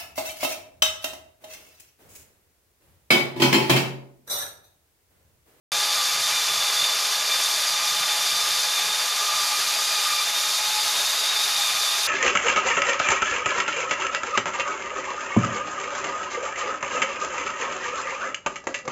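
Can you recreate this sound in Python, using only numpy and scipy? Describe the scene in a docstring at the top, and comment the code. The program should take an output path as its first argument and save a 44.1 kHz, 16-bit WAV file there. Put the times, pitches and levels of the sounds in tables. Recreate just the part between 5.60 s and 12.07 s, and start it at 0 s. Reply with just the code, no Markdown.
"""A bare masonry room, mono microphone a few steps from an electric disc trowel on fresh render.
The motor spins near 520 turns a second. Its cooling fan hisses and whistles, the gearbox whines and
flutters with the load, and a bearing hums. The disc grinds sand, drones and sets the wall rumbling.
Tones swell and fade at the microphone as the tool is swept about, and the hard walls smear them."""
import sys
import numpy as np
from scipy import signal
from scipy.fft import rfft, irfft, next_fast_len
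from scipy.io import wavfile
from scipy.ndimage import uniform_filter1d

SR = 44100
rng = np.random.default_rng(int(sys.argv[2]) if len(sys.argv) > 2 else 0)


def store_wav(level_fs):
    """Save 16-bit WAV to argv[1]."""
    pcm = np.round(np.clip(np.atleast_2d(level_fs), -1, 1) * 32767)
    wavfile.write(sys.argv[1], SR, pcm.T.astype(np.int16))


N = 285327
TIME = np.arange(N) / SR

# colour of the vent hiss: frequency_hz, relative_db
AIR_SPECTRUM = [(3000, -14), (3450, -6), (4000, -7), (4400, -6), (4700, -6.5), (5400, -9.5), (6600, -7.5),
                (6950, -13), (7300, -9.5), (7900, -15.5), (8700, -13.5), (9900, -11.5), (12000, -15.5),
                (13700, -18)]
# the air outlet swings on and off mic: crest_s, length_s, top_hiss_change_db
VENT_TURNS = [(.4, .25, 0.5), (1.66, 0.15, -2), (1.87, .35, 1.5), (2.17, .2, -2.5), (3.663, 0.4, -1.5),
              (4.0, .4, 0.9), (4.98, 0.38, 0.5), (5.35, 0.71, 1), (5.72, 0.16, -1)]
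# the gear whine at rest: partial, level_db
WHINE_PARTIALS = [(1, -41), (2, -42), (3, -31.5), (4, -42)]
# single partials beam at the mic or turn away: crest_s, length_s, partial, change_db
WHINE_SWELLS = [(.2, 0.34, 1, 4), (0.398, 0.15, 1, 8), (0.757, .2, 2, 6), (.93, 0.35, 1, 3),
                (1.226, 0.26, 3, 7.5), (1.71, 0.22, 2, 8), (1.74, 0.1, 3, 8), (2.086, 0.14, 4, 9),
                (2.23, 0.22, 2, 7.5), (2.3, 0.71, 1, 4.5), (2.73, 0.31, 4, 8), (2.816, 0.34, 1, 6),
                (2.998, 0.34, 4, 3.5), (3.2, 0.2, 2, 7), (3.76, 0.86, 1, 7.5), (3.83, 0.18, 4, 5.5),
                (4.352, 0.47, 4, 6), (3.92, .2, 2, 5), (4.1, 0.13, 2, 6), (4.35, 0.18, 2, 7),
                (4.58, .2, 2, 6.5), (4.492, 0.47, 1, 9), (5.218, 0.14, 4, 7), (5.45, 0.98, 2, -4),
                (5.448, .5, 1, -4), (6.152, 0.42, 2, 5)]
# the gearbox faces the mic, or the worker's body hides it: time_s, third_partial_change_db
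GEARBOX_FACING = [(.1, -1.5), (1.0, 1), (1.4, -2), (2.5, 1), (2.95, 1), (3.45, 0.5), (3.9, -8), (4.5, -0.5),
                  (5.3, -.5), (5.72, 4), (6.2, .5), (6.45, -1)]
# rotation of the disc: time_s, turns_per_s
DISC_SPEED = [(.1, 10), (4.85, 10), (5.45, 9), (5.9, 9), (6.05, 10.4)]
# uneven drag swings the whine on each disc turn: time_s, share_of_pitch
DRAG_SWING = [(.1, 0.014), (.75, 0.0077), (.95, 0.021), (1.25, 0.01), (2.0, 0.011), (3.0, 0.009),
              (4.85, 0.011), (5.45, 0.031), (6.05, 0.029), (6.45, 0.02)]
# how hard the disc is pressed on, used relative to its mean: time_s, pressure_db
PRESSURE = [(0.14, -28.5), (0.55, -29), (0.95, -29), (1.6, -29.5), (1.95, -29.5), (2.95, -29.5),
            (3.25, -30), (3.7, -29), (3.85, -28.5), (4.55, -29), (4.75, -30), (5.72, -29), (5.9, -29),
            (6.46, -28.5)]
# colour of sand under the disc: frequency_hz, relative_db
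GRIT_SPECTRUM = [(30, -44), (55, -54), (90, -42), (135, -46), (230, -29.5), (340, -26.5), (480, -24),
                 (650, -14.5), (950, -13), (1400, -10.5), (1650, -10.5), (2100, -10.5), (3000, -7.5)]
# shaft speed, sagging under load: time_s, turns_per_s
MOTOR_SPEED = [(.1, 520), (.42, 516.5), (.7, 520), (.96, 516), (1.25, 519.5), (1.55, 515.5), (2.05, 520),
               (3.0, 519.5), (3.33, 525), (3.8, 519), (4.3, 531), (4.6, 520), (5.0, 530), (5.3, 529),
               (5.68, 535), (5.95, 527), (6.2, 520), (6.45, 527)]
# tones of the motor: multiple_of_shaft_speed, relative_db
MOTOR_ORDERS = [(1, -15), (2, -9.5), (4, -10), (5, -14), (7, 1), (8, -10), (9, -0.5), (10, 1.5), (11, -2.5),
                (12, -12), (13, -1), (14, -13)]
# the motor is clearest while it faces the room: time_s, relative_db
MOTOR_LEVEL = [(.1, -34), (1.2, -32.5), (2.2, -34), (3.5, -36.5), (5.0, -36.5), (6.45, -37.5)]
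# pitch of the bearing, lower when the balls skid: time_s, multiple_of_shaft_speed
BEARING_RATIO = [(.1, 1.595), (1.5, 1.615), (3.2, 1.622), (3.9, 1.615), (4.3, 1.592), (4.6, 1.618),
                 (5.1, 1.603), (5.8, 1.588), (6.2, 1.575), (6.45, 1.595)]
# the hum surges as the tool crosses the room's standing waves: crest_s, length_s, rise_db
HUM_SURGES = [(.26, 0.67, 6), (.68, 0.16, 4), (1.1, .25, 3), (2.22, 0.51, 4), (2.54, 0.33, 7),
              (3.06, .25, 5), (3.29, 0.16, 9), (3.39, 0.086, 9), (3.72, .4, 5.5), (3.926, 0.071, 10),
              (4.22, .3, 6), (4.665, 0.45, 4), (4.85, 0.12, 8.5), (5.03, 0.11, 16), (5.16, 0.29, 12),
              (5.29, .12, 8), (5.8, 0.17, 6.5), (5.99, 0.11, 8.5), (6.3, 0.53, 4)]
# resonances of housing, disc and wall: pitch_hz, width_hz, relative_db
HOUSING_MODES = [(4680, 69, -2), (4830, 210, 0)]
DISC_MODES = [(418.5, 18.6, -2), (519, 52, -11.5), (607, 47, -5.5), (674, 54, -2.5), (1050, 120, -1),
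              (1665, 33, 6.5)]
WALL_MODES = [(93, 20, -7), (129.6, 20, 10), (187, 69, 7.5)]
# strength of the disc's drone: time_s, relative_db
DRONE_LEVEL = [(0.14, -38.5), (0.55, -41.5), (1.35, -38.5), (2.2, -40), (3.1, -39), (3.75, -40),
               (4.6, -42.5), (5.15, -41), (5.45, -35.5), (5.75, -41.5), (6.46, -41.3)]
# the disc shoves against the wall: crest_s, length_s, rise_db
SHOVES = [(.15, .25, 7), (.62, .4, 6), (.92, .25, 5), (1.3, 0.3, 5), (2.05, .2, 4), (2.38, 0.21, 8),
          (2.85, 0.51, 5), (3.28, .2, 3), (3.8, .22, 3), (4.05, 0.29, 6), (5.45, 0.37, 4), (6.13, 0.13, 10)]
# ring time of the room: frequency_hz, t60_s
ROOM_T60 = [(100, 0.84), (1000, 0.44), (4000, 0.43), (14000, 0.26)]


def fan_air(speed, body_db, top_db, chop, gust_db, low_hz, split_hz):
    """Cooling air, lightly chopped once a turn, hisses from the vents; the top fades most off mic."""
    vent_db = swells(VENT_TURNS)
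    air = rng.standard_normal(N) * (1 + chop * np.sin(angle(speed)))
    air *= from_db(gust_db * drift(11))
    low_cut = lambda hz: np.sqrt(1 - 1 / (1 + (hz / low_hz) ** 12))
    hiss = colour(air, lambda hz: from_db(at_hz(AIR_SPECTRUM, hz)) * low_cut(hz))
    body = colour(hiss, lambda hz: 1 / (1 + (hz / split_hz) ** 20))
    top = hiss - body
    return from_db(body_db + 0.51 * vent_db) * rms_one(body) + from_db(top_db + vent_db) * rms_one(top)


def gear_whine(speed, room, partial_db, mesh_per_turn, flutter, chatter_db, sideband_hz, sideband_db):
    """Gear teeth mesh under the dragging disc: the pitch swings once a disc turn, with a sideband."""
    disc_speed = in_time(DISC_SPEED)
    swing = in_time(DRAG_SWING) * np.cos(angle(disc_speed))
    mesh = angle(mesh_per_turn * speed * (1 - swing + flutter * drift(25.3)))
    backlash_db = chatter_db * drift(51)   # the teeth hit unevenly; high partials show it most
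    tones = 0
    for k, db in enumerate(partial_db, 1):
        partial = from_db(k * backlash_db) * np.sin(k * mesh)
        at_mic = in_room(partial, room, direct_db=0.95 * k)   # higher partials beam, so arrive drier
        tones += from_db(db) * steady(at_mic)
    sideband = np.sin(mesh + 2 * np.pi * sideband_hz * TIME)
    sideband = steady(in_room(sideband, room), window_samples=16000)
    follow_db = .5 * (partial_db[0] + np.mean(partial_db[0]))   # half the first partial's swing
    return tones + from_db(follow_db + sideband_db) * sideband


def whine_levels(load_db, waver_db, piercing_partial):
    """Level of each gear partial: louder under load, wavering, swelling as it beams at the mic."""
    levels = []
    for k, rest_db in WHINE_PARTIALS:
        beam_db = swells([(s, length, db) for s, length, partial, db in WHINE_SWELLS if partial == k])
        facing_db = in_time(GEARBOX_FACING) if k == piercing_partial else 0
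        levels.append(rest_db + beam_db + facing_db + load_db + waver_db * drift(15))
    return levels


def sand_grinding(level_db, grains_per_s, spread_db, patchy_db, top_hz):
    """Sand grains catch under the disc, in patches as it crosses wet and dry render."""
    caught = rng.random(N) < grains_per_s / SR
    grains = caught * rng.standard_normal(N)
    grains *= from_db(spread_db * rng.standard_normal(N) + patchy_db * drift(28))
    grit = colour(grains, lambda hz: from_db(at_hz(GRIT_SPECTRUM, hz)) / np.sqrt(1 + (hz / top_hz) ** 12))
    return from_db(level_db) * rms_one(grit)


def motor(speed, room, level_db, whistle_db, whistle_order, jitter):
    """Unbalance and fan blades sound multiples of the shaft speed; one whistles in the housing."""
    shaft = angle(speed * (1 + jitter * drift(22.7)))
    orders = sum(from_db(db) * np.sin(k * shaft) for k, db in MOTOR_ORDERS)
    tones = rms_one(in_room(orders, room))
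    whistle = steady(in_room(np.sin(whistle_order * shaft), room))
    return from_db(level_db) * tones + from_db(whistle_db) * whistle


def bearing_hum(speed, room, level_db, slip):
    """Rolling balls hum at a fractional multiple of the shaft speed, slipping a little."""
    pitch_hz = speed * in_time(BEARING_RATIO) * (1 + slip * drift(19.3))
    return from_db(level_db) * steady(in_room(np.sin(angle(pitch_hz)), room))


def shaken_body(modes, level_db, lumpy_db):
    """Uneven friction sets a body ringing at its resonances."""
    friction = rng.standard_normal(N) * from_db(lumpy_db * drift(8.7))
    peaks = lambda f: sum(from_db(db) / (1 + (1.3 * (f - hz) / width) ** 2) for hz, width, db in modes)
    return from_db(level_db) * rms_one(colour(friction, peaks))


def in_room(x, room, direct_db=3.0):
    """Direct sound plus echoes at the mic; the tool is already running, so the room starts full."""
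    running = np.pad(x, (SR, 0), "reflect")
    reflected = sum(share * signal.fftconvolve(running, echoes)[SR:SR + N] for echoes, share in room)
    return from_db(direct_db) * x + reflected


def room_paths(count=3):
    """Echo patterns from tool to mic, each with a share that shifts as the tool moves."""
    shares = np.array([drift(0.86) for _ in range(count)])
    shares /= np.sqrt(np.sum(shares ** 2, axis=0))
    return [(wall_echoes(), share) for share in shares]


def wall_echoes():
    """Dense reflections off bare masonry, dying sooner in the treble; energy 1."""
    edges_hz = np.geomspace(60, 16000, 9)
    tail = 0
    for low, high in zip(edges_hz, edges_hz[1:]):
        bandpass = signal.butter(2, [low, high], "band", fs=SR, output="sos")
        band = signal.sosfilt(bandpass, rng.standard_normal(SR))
        t60_s = at_hz(ROOM_T60, np.sqrt(low * high))
        tail += band * from_db(-60 * TIME[:SR] / t60_s)
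    return tail / np.sqrt(np.sum(tail ** 2))


def swells(rows):
    """Smooth rises and falls, summed in dB, from rows of crest_s, length_s, change_db."""
    return sum(db * np.cos(np.pi * np.clip((TIME - s) / length, -.5, .5)) ** 2 for s, length, db in rows)


def drift(rate_hz):
    """Smooth random wander of rms 1, mostly slower than rate_hz."""
    hop, run_in = 40, 2000
    pole = np.exp(-2 * np.pi * rate_hz * hop / SR)
    noise = rng.standard_normal(N // hop + run_in + 2)
    slow = signal.lfilter([1], [1, -2 * pole, pole * pole], noise)[run_in:]
    return np.interp(np.arange(N) / hop, np.arange(len(slow)), rms_one(slow))


def colour(x, gain_at):
    """Filter by a gain that is a function of frequency."""
    size = next_fast_len(N)
    return irfft(rfft(x, size) * gain_at(np.fft.rfftfreq(size, 1 / SR)), size)[:N]


def in_time(rows):
    """A curve's value at every sample."""
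    time_s, value = np.transpose(rows)
    return np.interp(TIME, time_s, value)


def at_hz(rows, hz):
    """Read a table on a log-frequency axis."""
    frequency_hz, value = np.transpose(rows)
    return np.interp(np.log(np.maximum(hz, 1)), np.log(frequency_hz), value)


def angle(hz):
    """Running phase of a rotation."""
    return 2 * np.pi * np.cumsum(hz) / SR


def steady(x, window_samples=6000):
    """Hold the slow level of a sound at 1."""
    return x / np.sqrt(uniform_filter1d(x ** 2, window_samples) + 1e-9)


def rms_one(x):
    """Scale to unit rms."""
    return x / np.sqrt(np.mean(x ** 2) + 1e-20)


def from_db(db):
    """Decibels to gain."""
    return 10 ** (np.asarray(db) / 20)


def scene():
    """The whole tool sounds from one spot, a few steps from the microphone."""
    speed = in_time(MOTOR_SPEED)
    pressure_db = in_time(PRESSURE)
    pressure_db -= pressure_db.mean()
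    hum_db = -46 + swells(HUM_SURGES) + 1.5 * drift(35)
    judder_db = 3.0 * drift(16)   # the disc sticks and slips, so the wall rumbles in quick lumps
    rumble_db = -63.8 - 0.5 * TIME + swells(SHOVES) + judder_db
    partial_db = whine_levels(load_db=1.5 * pressure_db, waver_db=0.9, piercing_partial=3)
    housing_db = partial_db[-1]   # the top partial of the whine shakes the housing
    room = room_paths()
    whistle_db = housing_db - 3.0 + 1.4 * drift(8)
    tool = motor(speed, room, in_time(MOTOR_LEVEL) - .8, whistle_db, whistle_order=9, jitter=0.00208)
    tool += bearing_hum(speed, room, hum_db, slip=0.00713)
    tool += gear_whine(speed, room, partial_db, mesh_per_turn=2.3, flutter=0.00506,
                       chatter_db=0.44, sideband_hz=55.0, sideband_db=-2.5)
    tool += shaken_body(HOUSING_MODES, housing_db + 0.5, lumpy_db=1.5)
    tool += shaken_body(WALL_MODES, rumble_db, lumpy_db=1.5)
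    tool += shaken_body(DISC_MODES, in_time(DRONE_LEVEL) - 2.5, lumpy_db=1.0)
    tool += sand_grinding(level_db=-31.5 + 0.87 * pressure_db, grains_per_s=20000,
                          spread_db=0.4, patchy_db=1.1, top_hz=3034)
    tool += fan_air(speed, body_db=-26.5, top_db=-32, chop=.04, gust_db=0.61, low_hz=2960, split_hz=7840)
    return np.stack([tool, tool])


def record(dry):
    """The mono microphone is switched on with the tool running; the top is cut steeply."""
    start_s, cutoff_hz = .118, 14000
    lowpass = signal.ellip(14, .1, 80, cutoff_hz, fs=SR, output="sos")
    return signal.sosfilt(lowpass, dry * (TIME >= start_s))


dry = scene()
out = record(dry)
store_wav(out)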